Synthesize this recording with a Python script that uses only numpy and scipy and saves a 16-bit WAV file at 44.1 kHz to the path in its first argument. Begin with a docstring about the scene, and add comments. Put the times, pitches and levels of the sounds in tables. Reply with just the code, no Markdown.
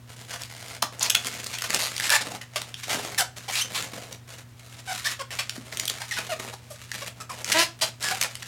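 """In a small carpeted room with a faint mains hum, hands twist a long inflated latex balloon.
Rubber sticks and slips: short bursts of very fast slips snap, runs of uneven slips creak, and slips that
lock to a period squeak. Slow slips ratchet or make the tube judder. Each slide of a hand adds a fine
crackling rub of skin on latex, made of many tiny clicks. Filters give these the colour of skin and tube,
and noise echoes add the room."""
import sys
import numpy as np
from scipy import signal
from scipy.fft import rfft, irfft, next_fast_len
from scipy.io import wavfile

SR = 44100
rng = np.random.default_rng(int(sys.argv[2]) if len(sys.argv) > 2 else 0)


def file_out(sig):
    """Save sig as 16-bit WAV at sys.argv[1]."""
    # one column per channel
    cols = np.atleast_2d(sig).T
    # limit, then scale
    lim = np.clip(cols, -1, 1)
    pcm = np.round(lim * 32767).astype(np.int16)
    wavfile.write(sys.argv[1], SR, pcm)


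N = 373527  # length of the scene in samples
CUTOFF_HZ = 16650  # top of the finished sound


def from_db(db):
    """Turn decibels into a gain."""
    return 10 ** (np.asarray(db) / 20)


def rms_one(x):
    """Scale a sound to an rms (average strength) of 1."""
    return x / np.sqrt(np.mean(x ** 2) + 1e-20)


def at_hz(points, hz):
    """Read a table between its points, along a logarithmic frequency axis."""
    table_hz, value = np.transpose(points)
    return np.interp(np.log(np.maximum(hz, 1)), np.log(table_hz), value)


def coloured(x, points):
    """Filter a sound to the spectrum in a table, with no response ahead of its cause (minimum phase)."""
    size = next_fast_len(len(x) + 2048) // 2 * 2
    gain = from_db(at_hz(points, np.fft.rfftfreq(size, 1 / SR)))
    # folding the cepstrum forward in time gives the minimum phase
    cepstrum = irfft(np.log(gain))
    cepstrum[1:size // 2] *= 2
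    cepstrum[size // 2 + 1:] = 0
    return irfft(rfft(x, size) * np.exp(rfft(cepstrum)))[:len(x)]


def wander(size, rate):
    """Waver randomly around 0: `rate` new random values a second, joined by straight lines."""
    at = np.arange(size) * rate / SR
    return np.interp(at, np.arange(size), rng.standard_normal(size))


def resonance(x, hz, width_hz):
    """Ring at one pitch: a two-pole resonance with a gain of 1 at its peak."""
    r = np.exp(-np.pi * width_hz / SR)
    feed = np.array([1, 0, -1]) * (1 - r * r) / 2
    return signal.lfilter(feed, [1, -2 * r * np.cos(2 * np.pi * hz / SR), r * r], x)


def above(x, hz):
    """Gently remove what lies below a frequency."""
    return signal.sosfilt(signal.butter(2, hz, "high", fs=SR, output="sos"), x)


def stroke(length, rise, fall):
    """Give the time axis and loudness shape of one movement (all in s): it rises, holds and dies."""
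    t = np.arange(SR // 3) / SR
    return t, (1 - np.exp(-t / rise)) * np.exp(-np.maximum(t - length, 0) / fall)


def add(track, start_s, sound, length, level_db):
    """Mix a sound into the track, scaled so its energy spread over its length gives the level."""
    at = int(start_s * SR)
    sound = sound * from_db(level_db) * np.sqrt(length * SR / (np.sum(sound ** 2) + 1e-20))
    track[at:at + len(sound)] += sound[:N - at]


# the mains hum: pitch_hz, level_db (rms)
HUM_TONES = [(120, -49), (240, -62.5)]


def mains_hum():
    """The mains hums as steady sine tones."""
    t = np.arange(N) / SR
    hum = np.zeros(N)
    for hz, level_db in HUM_TONES:
        hum += from_db(level_db) * np.sqrt(2) * np.sin(2 * np.pi * (hz * t + rng.random()))
    return hum


# colour of the still air in the room: frequency_hz, relative_level_db
AIR_COLOUR = [(30, -22), (62, -5), (95, 2), (150, -6.5), (300, -15), (1500, -20), (16000, -35)]


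def room_air(level_db=-53.5):
    """The hush of the room is steady filtered noise."""
    return from_db(level_db) * rms_one(coloured(rng.standard_normal(N), AIR_COLOUR))


# how long echoes take to fade by 60 dB: frequency_hz, fade_s
ECHO_FADE = [(200, 0.29), (8000, 0.23), (16000, 0.074)]


def room_response(early_db=-9.5, early_s=0.02, late_db=-11.0):
    """The wall and floor close by answer at once; a soft tail follows, shorter in the treble."""
    t = np.arange(SR // 2) / SR
    edges_hz = np.geomspace(100, 18000, 8)
    tail = 0
    for low, high in zip(edges_hz, edges_hz[1:]):
        band_filter = signal.butter(2, [low, high], "band", fs=SR, output="sos")
        band = signal.sosfilt(band_filter, rng.standard_normal(len(t)))
        tail = tail + band * np.exp(-np.log(1000) * t / at_hz(ECHO_FADE, np.sqrt(low * high)))
    sparse = rng.standard_normal(len(t)) * (rng.random(len(t)) < .08)
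    early = sparse * np.exp(-t / early_s) * (t > .002)
    late = tail * (t > .006)
    return (from_db(early_db) * rms_one(early) + from_db(late_db) * rms_one(late)) / np.sqrt(len(t))


def room(x, count=14):
    """The balloon is turned about, so its echoes pass from one pattern to the next."""
    place = np.linspace(0, count - 1, N)
    out = x
    for k in range(count):
        share = np.sqrt(np.maximum(1 - abs(place - k), 0))
        out = out + signal.oaconvolve(x * share, room_response())[:N]
    return out


def slips(per_s, unevenness, spread_db):
    """Stretched rubber clicks whenever it lets go; the first click comes at once."""
    size = len(per_s)
    rate = per_s * np.exp(unevenness * wander(size, per_s.mean()))
    load = np.cumsum(rate) / SR
    lets_go = np.diff(np.floor(load), prepend=-1) > 0
    return lets_go * from_db(spread_db * rng.standard_normal(size))


def membrane(clicks, scatter, scatter_s):
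    """Each slip sends ripples round the skin: part repeats from slip to slip, part is scattered anew."""
    t = np.arange(SR // 100) / SR
    decay = np.exp(-1 / (scatter_s * SR))
    energy = signal.lfilter([1 - decay ** 2], [1, -decay ** 2], clicks ** 2 + 1e-18)
    ripple = rng.standard_normal(len(t)) * np.exp(-t / scatter_s)
    ripple /= np.sqrt(np.sum(ripple ** 2))
    repeated = signal.fftconvolve(clicks, ripple)[:len(clicks)]
    return repeated + scatter * np.sqrt(energy) * rng.standard_normal(len(clicks))


# how the latex skin gives off the sound of a slip: frequency_hz, gain_db
SKIN_COLOUR = [(150, -27), (350, 0.5), (700, 7.5), (1100, 1), (6000, -1), (9000, -5), (12000, -9.5),
               (16000, -21.5)]


def patch(x, hz, ring_db, relative_width, low_edge):
    """The free patch of skin beside the grip rings, and radiates little below its ring."""
    x = above(x, hz * low_edge)
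    ring = resonance(x, hz, hz * relative_width)
    return coloured(x + from_db(ring_db) * ring, SKIN_COLOUR)


# slides of a hand over the latex: start_s, length_s, level_db (at the start, before the sag),
# tube_db (hollow tube against the rub, before the tube's lift in rub())
HAND_SLIDES = [(0.072, 0.38, -47, -9.5), (0.398, 0.27, -48, -14), (0.648, 0.11, -44.5, -8),
               (0.916, 0.55, -47.5, -3), (1, 0.1, -37, -8), (1.185, 0.69, -37, -13.5),
               (1.696, 0.078, -30, -10.5), (1.87, 0.21, -38.5, -13), (2.01, 0.16, -45, -11.5),
               (2.2, 0.15, -42, -2.5), (2.508, 0.22, -49, -6.5), (2.762, 0.24, -44.5, -22),
               (2.871, 0.15, -35, -6.5), (3.04, 0.2, -43.5, -3.5), (3.361, 0.1, -44.5, -11),
               (3.5, 0.12, -34, -19), (3.644, 0.1, -43, -8), (3.727, 0.12, -36.5, -8),
               (3.841, 0.28, -44.5, -3), (4.274, 0.12, -47, -10.5), (4.592, 0.27, -48.5, -10.5),
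               (4.897, 0.24, -38.5, -19.5), (5.331, 0.26, -43, -12), (5.56, 0.14, -49.5, -4),
               (5.714, 0.26, -43.5, -8.5), (5.964, 0.33, -44.5, -18), (6.149, 0.35, -43.5, -5),
               (6.463, 0.32, -53.5, -7.5), (6.737, 0.24, -48, -22), (6.933, 0.15, -38, -12),
               (7.158, 0.082, -52, -1.5), (7.313, 0.098, -40, -5), (7.452, 0.19, -33.5, -12.5),
               (7.788, 0.079, -36.5, -11.5), (7.998, 0.26, -34.5, -12.5), (8.297, 0.17, -46.5, -12.5)]
SLIDE_ATTACK_S, SLIDE_RELEASE_S = 0.0037, 0.024
SLIDE_SAG_DB_PER_S = 3  # the push eases as the hand runs on
HOLD_DB = -65  # rub of hands that merely hold the balloon
HOLD_TUBE_DB = -20  # hollow tube against that rub, before the tube's lift


def slide_gains():
    """Friction over time for rub and hollow tube: each slide takes hold, eases and lets go."""
    t = np.arange(N) / SR
    # powers are summed, so overlapping slides add like separate noises
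    fine_power = np.full(N, from_db(HOLD_DB) ** 2)
    tube_power = np.full(N, from_db(HOLD_DB + HOLD_TUBE_DB) ** 2)
    for start_s, length, level_db, tube_db in HAND_SLIDES:
        span = slice(int(start_s * SR), int((start_s + 1) * SR))
        age = np.maximum(t[span] - start_s, 0)
        takes_hold = 1 - np.exp(-age / SLIDE_ATTACK_S)
        lets_go = np.exp(-np.maximum(age - length, 0) / SLIDE_RELEASE_S)
        gain = takes_hold * lets_go * from_db(level_db - SLIDE_SAG_DB_PER_S * age)
        fine_power[span] += gain ** 2
        tube_power[span] += (gain * from_db(tube_db)) ** 2
    return np.sqrt(fine_power), np.sqrt(tube_power)


# colour of the fine rub: frequency_hz, relative_level_db
FINE_RUB_COLOUR = [(500, -20), (1000, 2), (1800, 8), (3200, 6), (6000, 2.5), (9000, 0), (12000, -4.5),
                   (16000, -15.5)]
# colour of the air-filled tube under the hands: frequency_hz, relative_level_db
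HOLLOW_COLOUR = [(80, -24.5), (180, 2), (380, 0.5), (650, 7), (1100, -3), (2000, -15), (4000, -64.5)]


def rub(fine_gain, tube_gain, tube_lift_db=2.0, grains_per_s=650, grain_spread_db=2.5, clump_db=4.0):
    """Skin on latex crackles in tiny slips, with the tube's hollow body under them."""
    born = rng.random(N) < grains_per_s / SR
    grain_db = grain_spread_db * np.minimum(rng.exponential(1, N), 4)
    sizes = from_db(grain_db + clump_db * wander(N, 60))
    clicks = born * sizes * rng.choice([-1, 1], N)
    grains = membrane(clicks, scatter=1.74, scatter_s=0.0019)
    fine = fine_gain * rms_one(coloured(grains, FINE_RUB_COLOUR))
    hollow = tube_gain * rms_one(coloured(grains, HOLLOW_COLOUR))
    return fine + from_db(tube_lift_db) * hollow


# the tube judders in the grip: start_s, length_s, level_db
TUBE_JUDDERS = [(0.819, 0.038, -45.5), (2.923, 0.042, -38.5), (5.573, 0.034, -40.5)]


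def judders(per_s=110, ring_hz=235, width_hz=110):
    """Slow slips shake the whole air-filled tube, which answers with a low flutter."""
    out = np.zeros(N)
    for start_s, length, level_db in TUBE_JUDDERS:
        t, shape = stroke(length, rise=0.0025, fall=.006)
        run = slips(np.full(len(t), per_s), unevenness=0.55, spread_db=5.5) * shape
        flutter = resonance(resonance(run, ring_hz, width_hz), ring_hz, width_hz)
        add(out, start_s, flutter, length, level_db)
    return out


# slow, nearly even slips: start_s, length_s, slips_per_s, level_db
RATCHET_RUNS = [(0.5, 0.27, 64, -46), (1.792, 0.08, 166, -28), (6.423, 0.02, 170, -41)]


def ratchets(low_hz=700):
    """Tightly wrung rubber gives way notch by notch."""
    out = np.zeros(N)
    for start_s, length, per_s, level_db in RATCHET_RUNS:
        t, shape = stroke(length, rise=0.0002, fall=0.004)
        clicks = slips(np.full(len(t), per_s), unevenness=.2, spread_db=1.5)
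        run = membrane(clicks, scatter=0.7, scatter_s=0.0024)
        add(out, start_s, coloured(above(run * shape, low_hz), SKIN_COLOUR), length, level_db)
    return out


# runs of uneven slips: start_s, length_s, level_db (before the trim in creaks()), ring_hz; the row ringing at
# 11000 Hz is a dry hiss of skin sliding on the latex
CREAK_RUNS = [(0.306, 0.05, -33.5, 1505), (0.823, 0.015, -30.5, 1117), (1.009, 0.055, -25.5, 3057),
              (1.53, 0.025, -30.5, 2600), (1.638, 0.0084, -24.5, 2090), (1.739, 0.011, -26.5, 563),
              (2.022, 0.057, -26.5, 2477), (2.103, 0.063, -24, 1698), (2.411, 0.016, -36, 2020),
              (2.559, 0.011, -22.5, 2540), (2.832, 0.0075, -28.5, 3400), (2.894, 0.039, -25, 2180),
              (2.942, 0.062, -36, 480), (3.48, 0.021, -28.5, 2116), (3.554, 0.045, -24.5, 3313),
              (3.747, 0.037, -26, 2893), (5.044, 0.027, -26.5, 3350), (5.306, 0.029, -33.5, 1685),
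              (5.388, 0.011, -21, 2240), (6.001, 0.029, -32.5, 2006), (6.11, 0.083, -34.5, 3394),
              (6.528, 0.012, -34.5, 926), (6.701, 0.03, -44, 11000), (7.296, 0.019, -35.5, 898),
              (7.584, 0.048, -21, 4604), (7.813, 0.026, -20.5, 3920), (8.041, 0.078, -36, 3080),
              (8.238, 0.0093, -25, 1773)]
CREAK_SLIPS_PER_S = 380  # in a creak of the usual length and ring
USUAL_CREAK_S, USUAL_RING_HZ = .03, 2011
HASTE, TAUTNESS = .3, .5  # exponents: a shorter jerk and a tauter patch both slip faster


def creaks(trim_db=-1.5):
    """Rubber drags over rubber in a run of uneven slips; with a very high ring the run is a dry hiss of skin
    sliding on the latex."""
    out = np.zeros(N)
    for start_s, length, level_db, hz in CREAK_RUNS:
        hurry = (USUAL_CREAK_S / length) ** HASTE
        per_s = CREAK_SLIPS_PER_S * hurry * (hz / USUAL_RING_HZ) ** TAUTNESS
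        t, shape = stroke(length, rise=0.00023, fall=0.011)
        clicks = slips(np.full(len(t), per_s), unevenness=.32, spread_db=3.0)
        run = membrane(clicks, scatter=0.76, scatter_s=0.0028)
        creak = patch(run * shape, hz, ring_db=0.5, relative_width=0.63, low_edge=0.34)
        add(out, start_s, creak, length, level_db + trim_db)
    return out


# snaps, each a brief burst of fast slips: start_s, length_s, level_db (before the lift in snaps()), ring_hz
SNAP_BURSTS = [(0.418, 0.002, -32, 5170), (0.435, 0.00052, -25.5, 3740), (0.8219, 0.0061, -18, 1130),
               (0.9948, 0.00065, -23.5, 6900), (1.027, 0.007, -20, 7000), (1.098, 0.0065, -16.5, 2920),
               (1.148, 0.006, -14, 3130), (1.269, 0.0024, -23.5, 3020), (1.443, 0.002, -29, 5100),
               (1.464, 0.0051, -30.5, 4550), (1.585, 0.003, -28, 3040), (1.62, 0.003, -24, 1400),
               (1.7045, 0.0016, -19, 1680), (1.745, 0.0025, -16.5, 5600), (1.965, 0.0024, -26, 2040),
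               (1.9797, 0.0012, -22, 3400), (1.999, 0.0017, -20, 1760), (2.0075, 0.0019, -25.5, 1990),
               (2.0946, 0.0014, -17.5, 1730), (2.102, 0.0029, -15.5, 1640), (2.209, 0.016, -31.5, 1490),
               (2.616, 0.0037, -29, 1050), (2.742, 0.0024, -28.5, 3020), (3.146, 0.0018, -31, 2000),
               (3.811, 0.00098, -28.5, 1590), (3.825, 0.001, -25, 1900), (4.126, 0.0035, -34.5, 3270),
               (5.495, 0.0018, -22, 3120), (5.724, 0.003, -32, 1920), (5.7717, 0.0016, -24, 3370),
               (5.797, 0.0027, -20, 2920), (5.854, 0.0019, -25, 4220), (5.877, 0.005, -23, 3240),
               (5.897, 0.0031, -21.5, 3050), (6.916, 0.0024, -25.5, 1670), (7.445, 0.002, -23.5, 1980),
               (7.518, 0.011, -19, 2160), (8.026, 0.0048, -28.5, 4040), (8.212, 0.0051, -19.5, 1930),
               (8.225, 0.0039, -21, 2130), (8.235, 0.0016, -20.5, 3000), (8.353, 0.0035, -31, 2380),
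               (8.424, 0.0073, -35, 1700)]


def snaps(lift_db=1.5):
    """The grip breaks and gives way in a few milliseconds of fast chatter."""
    out = np.zeros(N)
    for start_s, length, level_db, hz in SNAP_BURSTS:
        t, shape = stroke(length, rise=0.000076, fall=0.00031)
        clicks = slips(np.full(len(t), 2000.), unevenness=.3, spread_db=4.5)  # 2000 slips a second
        chatter = membrane(clicks, scatter=1.0, scatter_s=0.00031)
        snap = patch(chatter * shape, hz, ring_db=2.5, relative_width=0.2, low_edge=0.82)
        add(out, start_s, snap, length, level_db + lift_db)
    return out


OVERTONE_SMEAR_TURNS = .022  # phase waver added per overtone
SLIPS_PER_LIMP = 3


def squeak(length, first_hz, last_hz, rough, slope_db, jitter=.17, edge_db=-4.5, edge_hz=1000,
           dull_hz=2400, arch_per_s=0.8, limp=4.2, low_hz=370):
    """Slips lock to a ring of the skin: a gliding tone with a rasping edge that grows with roughness."""
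    t, shape = stroke(length, rise=min(length * 0.1, .005), fall=0.0021)
    size = len(t)
    # the longer the push, the more the pitch bends up midway
    arch = arch_per_s * length * np.sin(np.pi * np.minimum(t / length, 1))
    glide = np.interp(t, [0, length], [first_hz, last_hz])
    pitch = glide * np.exp(arch + jitter * rough * wander(size, first_hz * 0.45))
    turns = np.cumsum(pitch) / SR
    tone = 0
    for k in range(1, min(15, int(CUTOFF_HZ / last_hz))):
        # higher overtones hold their phase less well, and the latex damps them
        smear = OVERTONE_SMEAR_TURNS * (k - 1) * wander(size, 315.0)
        phase = k * turns + rng.random() + smear
        strength_db = slope_db * np.log2(k) + 11.0 * rough * wander(size, first_hz * 0.28)
        strength = from_db(strength_db) / np.hypot(1, k * first_hz / dull_hz)
        tone = tone + strength * np.sin(2 * np.pi * phase)
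    # on a rough patch every third slip is the strongest, which adds side tones
    tone = tone * (1 + min(limp * rough ** 2, 1) * np.cos(2 * np.pi * turns / SLIPS_PER_LIMP))
    lets_go = np.diff(np.floor(turns), prepend=0) > 0
    clicks = lets_go * from_db(20.0 * rough * rng.standard_normal(size))
    ripples = membrane(clicks, scatter=0.81, scatter_s=0.00063)
    edge = coloured(above(ripples, max(first_hz * 0.8, edge_hz)), SKIN_COLOUR)
    voice = (1 - min(rough, 1)) * rms_one(tone) + from_db(edge_db) * 3 * rough * rms_one(edge)
    return above(voice * shape, max(first_hz * .5, low_hz))


# periodic slipping: start_s, length_s, first_pitch_hz, last_pitch_hz, level_db, roughness (0 to 1),
# overtone_slope_db (per octave, before the latex damps the overtones)
TWIST_SQUEAKS = [ (2.107, 0.066, 823, 850, -27.5, 0.45, -13), (2.112, 0.053, 1584, 1767, -21, 0.33, -21),
                 (2.558, 0.0099, 673, 582, -29, 0.28, -12), (3.177, 0.032, 1804, 1538, -21, 0.34, 2),
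                 (3.185, 0.04, 800, 705, -26.5, 0.27, -6), (3.519, 0.084, 2236, 2327, -33, 0.38, -3),
                 (3.606, 0.019, 2680, 3144, -24.5, 0.18, -1), (4.873, 0.058, 739, 727, -31.5, 0.2, -3),
                 (5.052, 0.025, 1600, 1830, -25, 0.3, -14), (5.19, 0.033, 583, 487, -33.5, 0.28, -2),
                 (6.109, 0.017, 2020, 1824, -28, 0.2, -15), (6.166, 0.025, 1388, 1336, -29, 0.37, -19),
                 (6.291, 0.047, 751, 592, -29.5, 0.19, -6), (6.703, 0.022, 630, 570, -41, 0.2, -13),
                 (7.017, 0.0167, 570, 539, -34, 0.18, -1.5), (7.201, 0.022, 1284, 1289, -36.5, 0.32, -17),
                 (7.293, 0.02, 1318, 988, -34, 0.14, -12), (7.541, 0.088, 296.5, 324.2, -22, 0.19, -1),
                 (7.815, 0.034, 323, 309.7, -28.5, 0.45, -3), (8.027, 0.1, 1650, 1497, -29.5, 0.38, -11),
                 (8.113, 0.018, 769, 762, -28.5, 0.21, -5)]


def squeaks():
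    """The twist squeaks and groans loudly where slips fall into a steady period."""
    out = np.zeros(N)
    for start_s, length, first_hz, last_hz, level_db, rough, slope_db in TWIST_SQUEAKS:
        add(out, start_s, squeak(length, first_hz, last_hz, rough, slope_db), length, level_db)
    return out


def scene():
    """The balloon sounds with its echoes, over the hum and hush of the room."""
    balloon = rub(*slide_gains()) + judders() + ratchets() + creaks() + snaps() + squeaks()
    return (mains_hum() + room_air() + room(balloon))[None]


def record(dry):
    """Cut the top steeply."""
    steep = signal.ellip(10, .2, 80, CUTOFF_HZ, fs=SR, output="sos")
    return signal.sosfilt(steep, dry)


dry = scene()
out = record(dry)
file_out(out)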